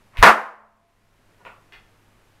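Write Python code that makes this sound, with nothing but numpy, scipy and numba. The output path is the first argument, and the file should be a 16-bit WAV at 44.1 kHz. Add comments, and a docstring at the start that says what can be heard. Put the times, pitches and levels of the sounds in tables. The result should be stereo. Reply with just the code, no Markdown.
"""A folded paper popper is swung down in a small, bare room, close to a phone, over hiss and mains hum.
Air swishes over the sheet, its creases give way and a puff of air strikes the microphones.
The flap then snaps out: one pressure pulse excites the room's reverberation and overloads the phone,
whose gain control ducks and creeps back. A second later come soft handling taps of the paper."""
import sys
import numpy as np
from scipy import signal
from scipy.fft import rfft, irfft
from scipy.io import wavfile
from numba import njit

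SR = 44100
rng = np.random.default_rng(int(sys.argv[2]) if len(sys.argv) > 2 else 0)


def materialize(psi):
    """Save the field psi as 16-bit PCM at rate SR to the path in sys.argv[1].

    A 1-D psi becomes a single channel; in a 2-D psi each row is a channel.
    """
    bounded = np.clip(np.atleast_2d(psi).T, -1, 1)
    quanta = np.round(bounded * 32767).astype(np.int16)
    wavfile.write(sys.argv[1], SR, quanta)


N = 105840

# spectrum of the flap's pressure pulse: f/Hz, relative level/dB
PULSE_SPECTRUM = [(30, -30), (100, -32), (200, -18.5), (450, -10.5), (700, -6), (1100, -1), (1700, -3.5),
                  (2500, -13), (4000, -25.5), (7000, -33), (12500, -35.5), (15000, -58.5)]
# envelope of the air and paper noise through the swing: t/s, level/dB
SWISH_ENVELOPE = [(0.10, -76.5), (0.142, -52), (0.165, -44.5), (0.19, -44), (0.208, -43), (0.221, -27.5),
                  (0.23, -25)]
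# spectrum of that noise: f/Hz, relative level/dB
SWISH_SPECTRUM = [(30, 0), (100, -8.5), (300, -12.5), (1000, -2.5), (2200, -7), (4000, -26), (8000, -38),
                  (15000, -50)]
# creases giving way, then taps: t/s, level/dB, resonance f/Hz, resonance width/octaves,
# crisp treble level/dB and low body level/dB (both against the resonance), crackle decay time/s
PAPER_CLICKS = [(0.1715, -1.5, 2100, 0.57, -26.5, -17, 0.00089), (0.189, -15, 2600, 0.71, 13, -29, 0.0056),
                (1.398, -22, 850, 0.73, -46, 1, .012), (1.4497, -16.5, 905, 1.0, -37, -0.5, 0.0024),
                (1.4519, -8, 1330, 0.75, -50, -5.5, .001), (1.513, -23.5, 1160, 0.14, -42, -20, 0.0012),
                (1.7233, -11.5, 1878, 0.61, -36, -9.5, 0.0067)]
# spectrum of the puff of air at the microphones: f/Hz, relative level/dB
PUFF_SPECTRUM = [(15, -6.5), (30, -2.5), (60, -8.5), (120, -21.5), (400, -55), (2000, -90.5)]
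# reverberation time by band: f/Hz, T60/s
REVERBERATION_TIMES = [(60, .19), (170, .38), (350, .47), (700, 0.57), (1100, 0.53), (2000, .47),
                       (3200, 0.41), (5000, .43), (8000, 0.41), (14000, 0.38)]
# clusters of close room modes that ring on: f/Hz, relative level/dB, T60/s
MODE_CLUSTERS = [(164.3, 0, .38), (221, 4, .72), (627, -10.5, 0.33), (680, -8, 1), (714, -14.5, 0.84),
                 (759, -10.5, 0.46), (839, -4, .5), (910, -13, 0.84), (980, -10, 0.36), (1014, -6, 0.74),
                 (1065, -14, 0.95), (1126, -11, .7), (1279, -9, .7)]
# left-right difference of the diffuse field: f/Hz, side level against mid/dB
SIDE_SPECTRUM = [(40, -0.5), (150, -3), (300, -10.5), (650, -12), (1200, -6), (2200, -1.5), (4000, 0.5),
                 (15000, -0.5)]
# spectral density of room rumble and microphone hiss: f/Hz, relative level/dB
BACKGROUND_SPECTRUM = [(20, -0.5), (35, 1.5), (65, -16), (130, -10.5), (300, -15.5), (600, -19),
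                       (1200, -19.5), (2300, -22), (4000, -28.5), (8000, -33.5), (13000, -36), (15000, -44)]


def flap_pulse(start_s=0.227, energy_db=42.5):
    """Impulsive radiation: the inner flap snaps out and displaces air in a single pressure pulse."""
    out = np.zeros(N)
    add(out, start_s, undb(energy_db) * minimum_phase(undb(at(PULSE_SPECTRUM, bins()))))
    return out


def swish():
    """Flow noise: air rushes over the paper, louder as the arm speeds up, until the flap opens."""
    t = np.arange(N) / SR
    times, levels_db = np.array(SWISH_ENVELOPE).T
    envelope = undb(np.interp(t, times, levels_db)) * (t > times[0]) * (t < times[-1])
    return tint(rng.standard_normal(N), SWISH_SPECTRUM) * envelope


def paper_clicks():
    """Impulse excitation: each crease or tap sends a click and crackle through a sheet resonance."""
    out, f = np.zeros(N), bins() + 1
    t = np.arange(N // 20) / SR
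    for start_s, db, hz, octaves, crisp_db, body_db, decay_s in PAPER_CLICKS:
        drive = rng.standard_normal(len(t)) ** 3 * np.exp(-t / decay_s)  # cubed noise crackles
        drive = unit_energy(drive)
        drive[0] += 1  # the opening click
        resonance = np.exp(-.5 * (np.log2(f / hz) / octaves) ** 2)
        body = undb(body_db) / (1 + (f / hz) ** 2)
        sheet = minimum_phase(resonance + undb(crisp_db) + body)
        add(out, start_s, undb(db) * unit_energy(signal.fftconvolve(drive, sheet)))
    return out


def air_puff(peak_s=0.19, peak_db=-17.5, rise_s=.006, fall_s=.06):
    """Wind noise: air pushed by the sheet makes the pressure fluctuate at each microphone port."""
    t = np.arange(N) / SR - peak_s
    envelope = np.exp(np.where(t < 0, t / rise_s, -(t / fall_s) ** 2))
    return undb(peak_db) * tint(rng.standard_normal((2, N)), PUFF_SPECTRUM) * envelope


def reverberation(first_wall_s=0.0057, scatter_db=-13.5, early_db=3, early_s=0.092):
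    """Diffuse decay: faint scatter, dense early reflections, then an exponential tail in each band."""
    t = np.arange(N) / SR
    spectrum, tail = rfft(diffuse_noise()), 0
    for hz, t60 in REVERBERATION_TIMES:
        band = at([(f, f == hz) for f, _ in REVERBERATION_TIMES], bins())
        tail = tail + irfft(spectrum * band, N) * np.exp(-np.log(1000) * t / t60)
    onset = np.where(t < first_wall_s, undb(scatter_db), 1)
    early_boost = 1 + undb(early_db) * np.exp(-(t / early_s) ** 2)
    return np.sqrt(2) * unit_energy(tail * onset * early_boost)


def room_modes(level_db=-70.5, spread_hz=6):
    """Standing waves: clusters of three close modes beat as they decay, with a phase for each channel."""
    t, out = np.arange(N) / SR, 0
    for hz, db, t60 in MODE_CLUSTERS:
        envelope = undb(level_db + db) * np.exp(-np.log(1000) * t / t60)
        for detune, phase, left, right in rng.random((3, 4)):
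            f = hz + spread_hz * (2 * detune - 1)
            out = out + envelope * np.sin(2 * np.pi * (f * t + phase) + np.array([[left], [right]]))
    return out


def in_room(x, room, direct_db):
    """Superposition: the direct sound plus its convolution with the room's impulse response."""
    return undb(direct_db) * x + signal.fftconvolve(x[None], room, axes=1)[:, :N]


def background(noise_db=-56, hum_hz=100.7, hum_db=-65.5):
    """Stationary noise: broadband room rumble and microphone hiss, with a pure tone of mains hum."""
    hum = np.sqrt(2) * np.sin(2 * np.pi * hum_hz * np.arange(N) / SR)
    return undb(noise_db) * tint(diffuse_noise(), BACKGROUND_SPECTRUM) + undb(hum_db) * hum


def diffuse_noise():
    """Partial coherence: white noise from all sides differs somewhat at two close microphones."""
    mid, side = rfft(rng.standard_normal((2, N)))
    width = undb(at(SIDE_SPECTRUM, bins()))
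    left_right = mid + np.array([[1], [-1]]) * width * side
    return irfft(left_right / np.sqrt(1 + width ** 2), N)


def undb(db):
    """Amplitude ratio of a level in decibels."""
    return 10 ** (np.asarray(db) / 20)


def at(table, hz):
    """Interpolation of a table on a log-frequency axis."""
    f, values = np.array(table, float).T
    return np.interp(np.log(np.maximum(hz, 1)), np.log(f), values)


def bins():
    """Fourier frequencies of a full-length sound."""
    return np.arange(N // 2 + 1) * SR / N


def unit_energy(x):
    """Normalisation to a sum of squares of one."""
    return x / np.sqrt(np.sum(x ** 2))


def minimum_phase(gain):
    """Minimum phase: the most compact causal pulse with this spectrum, of unit energy."""
    cepstrum = irfft(np.log(gain + 1e-9), N)
    cepstrum[1:N // 2] *= 2
    cepstrum[N // 2 + 1:] = 0
    return unit_energy(irfft(np.exp(rfft(cepstrum)), N)[:N // 20])


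def tint(x, spectrum):
    """Spectral shaping of white noise at constant power."""
    gain = undb(at(spectrum, bins()))
    return irfft(rfft(x) * gain / np.sqrt(np.mean(gain ** 2)), N)


def add(out, start_s, x):
    """Superposition of x on out after a delay."""
    i = int(start_s * SR)
    x = x[..., :N - i]
    out[..., i:i + x.shape[-1]] += x


@njit
def gain_control(peak, threshold, depth_db, attack_db_per_s, hold_s, recovery_db_per_s):
    """Automatic gain control: overload ramps up a cut in dB, which holds, then recedes steadily."""
    out, cut_db, wait_s = np.zeros(len(peak)), 0., 0.
    for i in range(len(peak)):
        wait_s = hold_s if peak[i] > threshold else wait_s - 1 / SR
        if wait_s > 0:
            cut_db = min(depth_db, cut_db + attack_db_per_s / SR)
        else:
            cut_db = max(0., cut_db - recovery_db_per_s / SR)
        out[i] = cut_db
    return out


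@njit
def peak_envelope(peak, attack_s, release_s):
    """Envelope detection: a first-order lag with separate time constants for rise and fall."""
    out, envelope = np.zeros(len(peak)), 0.
    for i in range(len(peak)):
        lag_s = attack_s if peak[i] > envelope else release_s
        envelope += (peak[i] - envelope) / (1 + SR * lag_s)
        out[i] = envelope
    return out


def scene():
    """Linear superposition: swish, clicks and pulse share one room; puff and background add directly."""
    room = reverberation() + room_modes()
    paper = in_room(swish(), room, direct_db=-1.5) + in_room(paper_clicks(), room, direct_db=-11)
    bang = in_room(flap_pulse(), room, direct_db=-15)
    return bang + paper + air_puff() + background()


def record(dry, limit_db=5, clip_knee=6, cutoff_hz=15500):
    """Dynamic compression: the phone ducks its gain, limits the bang, clips softly and cuts the top."""
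    cut_db = gain_control(np.abs(dry).max(axis=0), threshold=float(undb(-3)), depth_db=13.,
                          attack_db_per_s=109.5, hold_s=0.19, recovery_db_per_s=17.)
    ducked = dry * undb(-cut_db)
    envelope = peak_envelope(np.abs(ducked).max(axis=0), attack_s=0.001, release_s=0.015)
    limited = ducked / np.maximum(1, envelope / undb(limit_db))
    clipped = limited / (1 + np.abs(limited) ** clip_knee) ** (1 / clip_knee)
    return signal.sosfilt(signal.ellip(8, .1, 70, cutoff_hz, fs=SR, output="sos"), clipped)


dry = scene()
out = record(dry)
materialize(out)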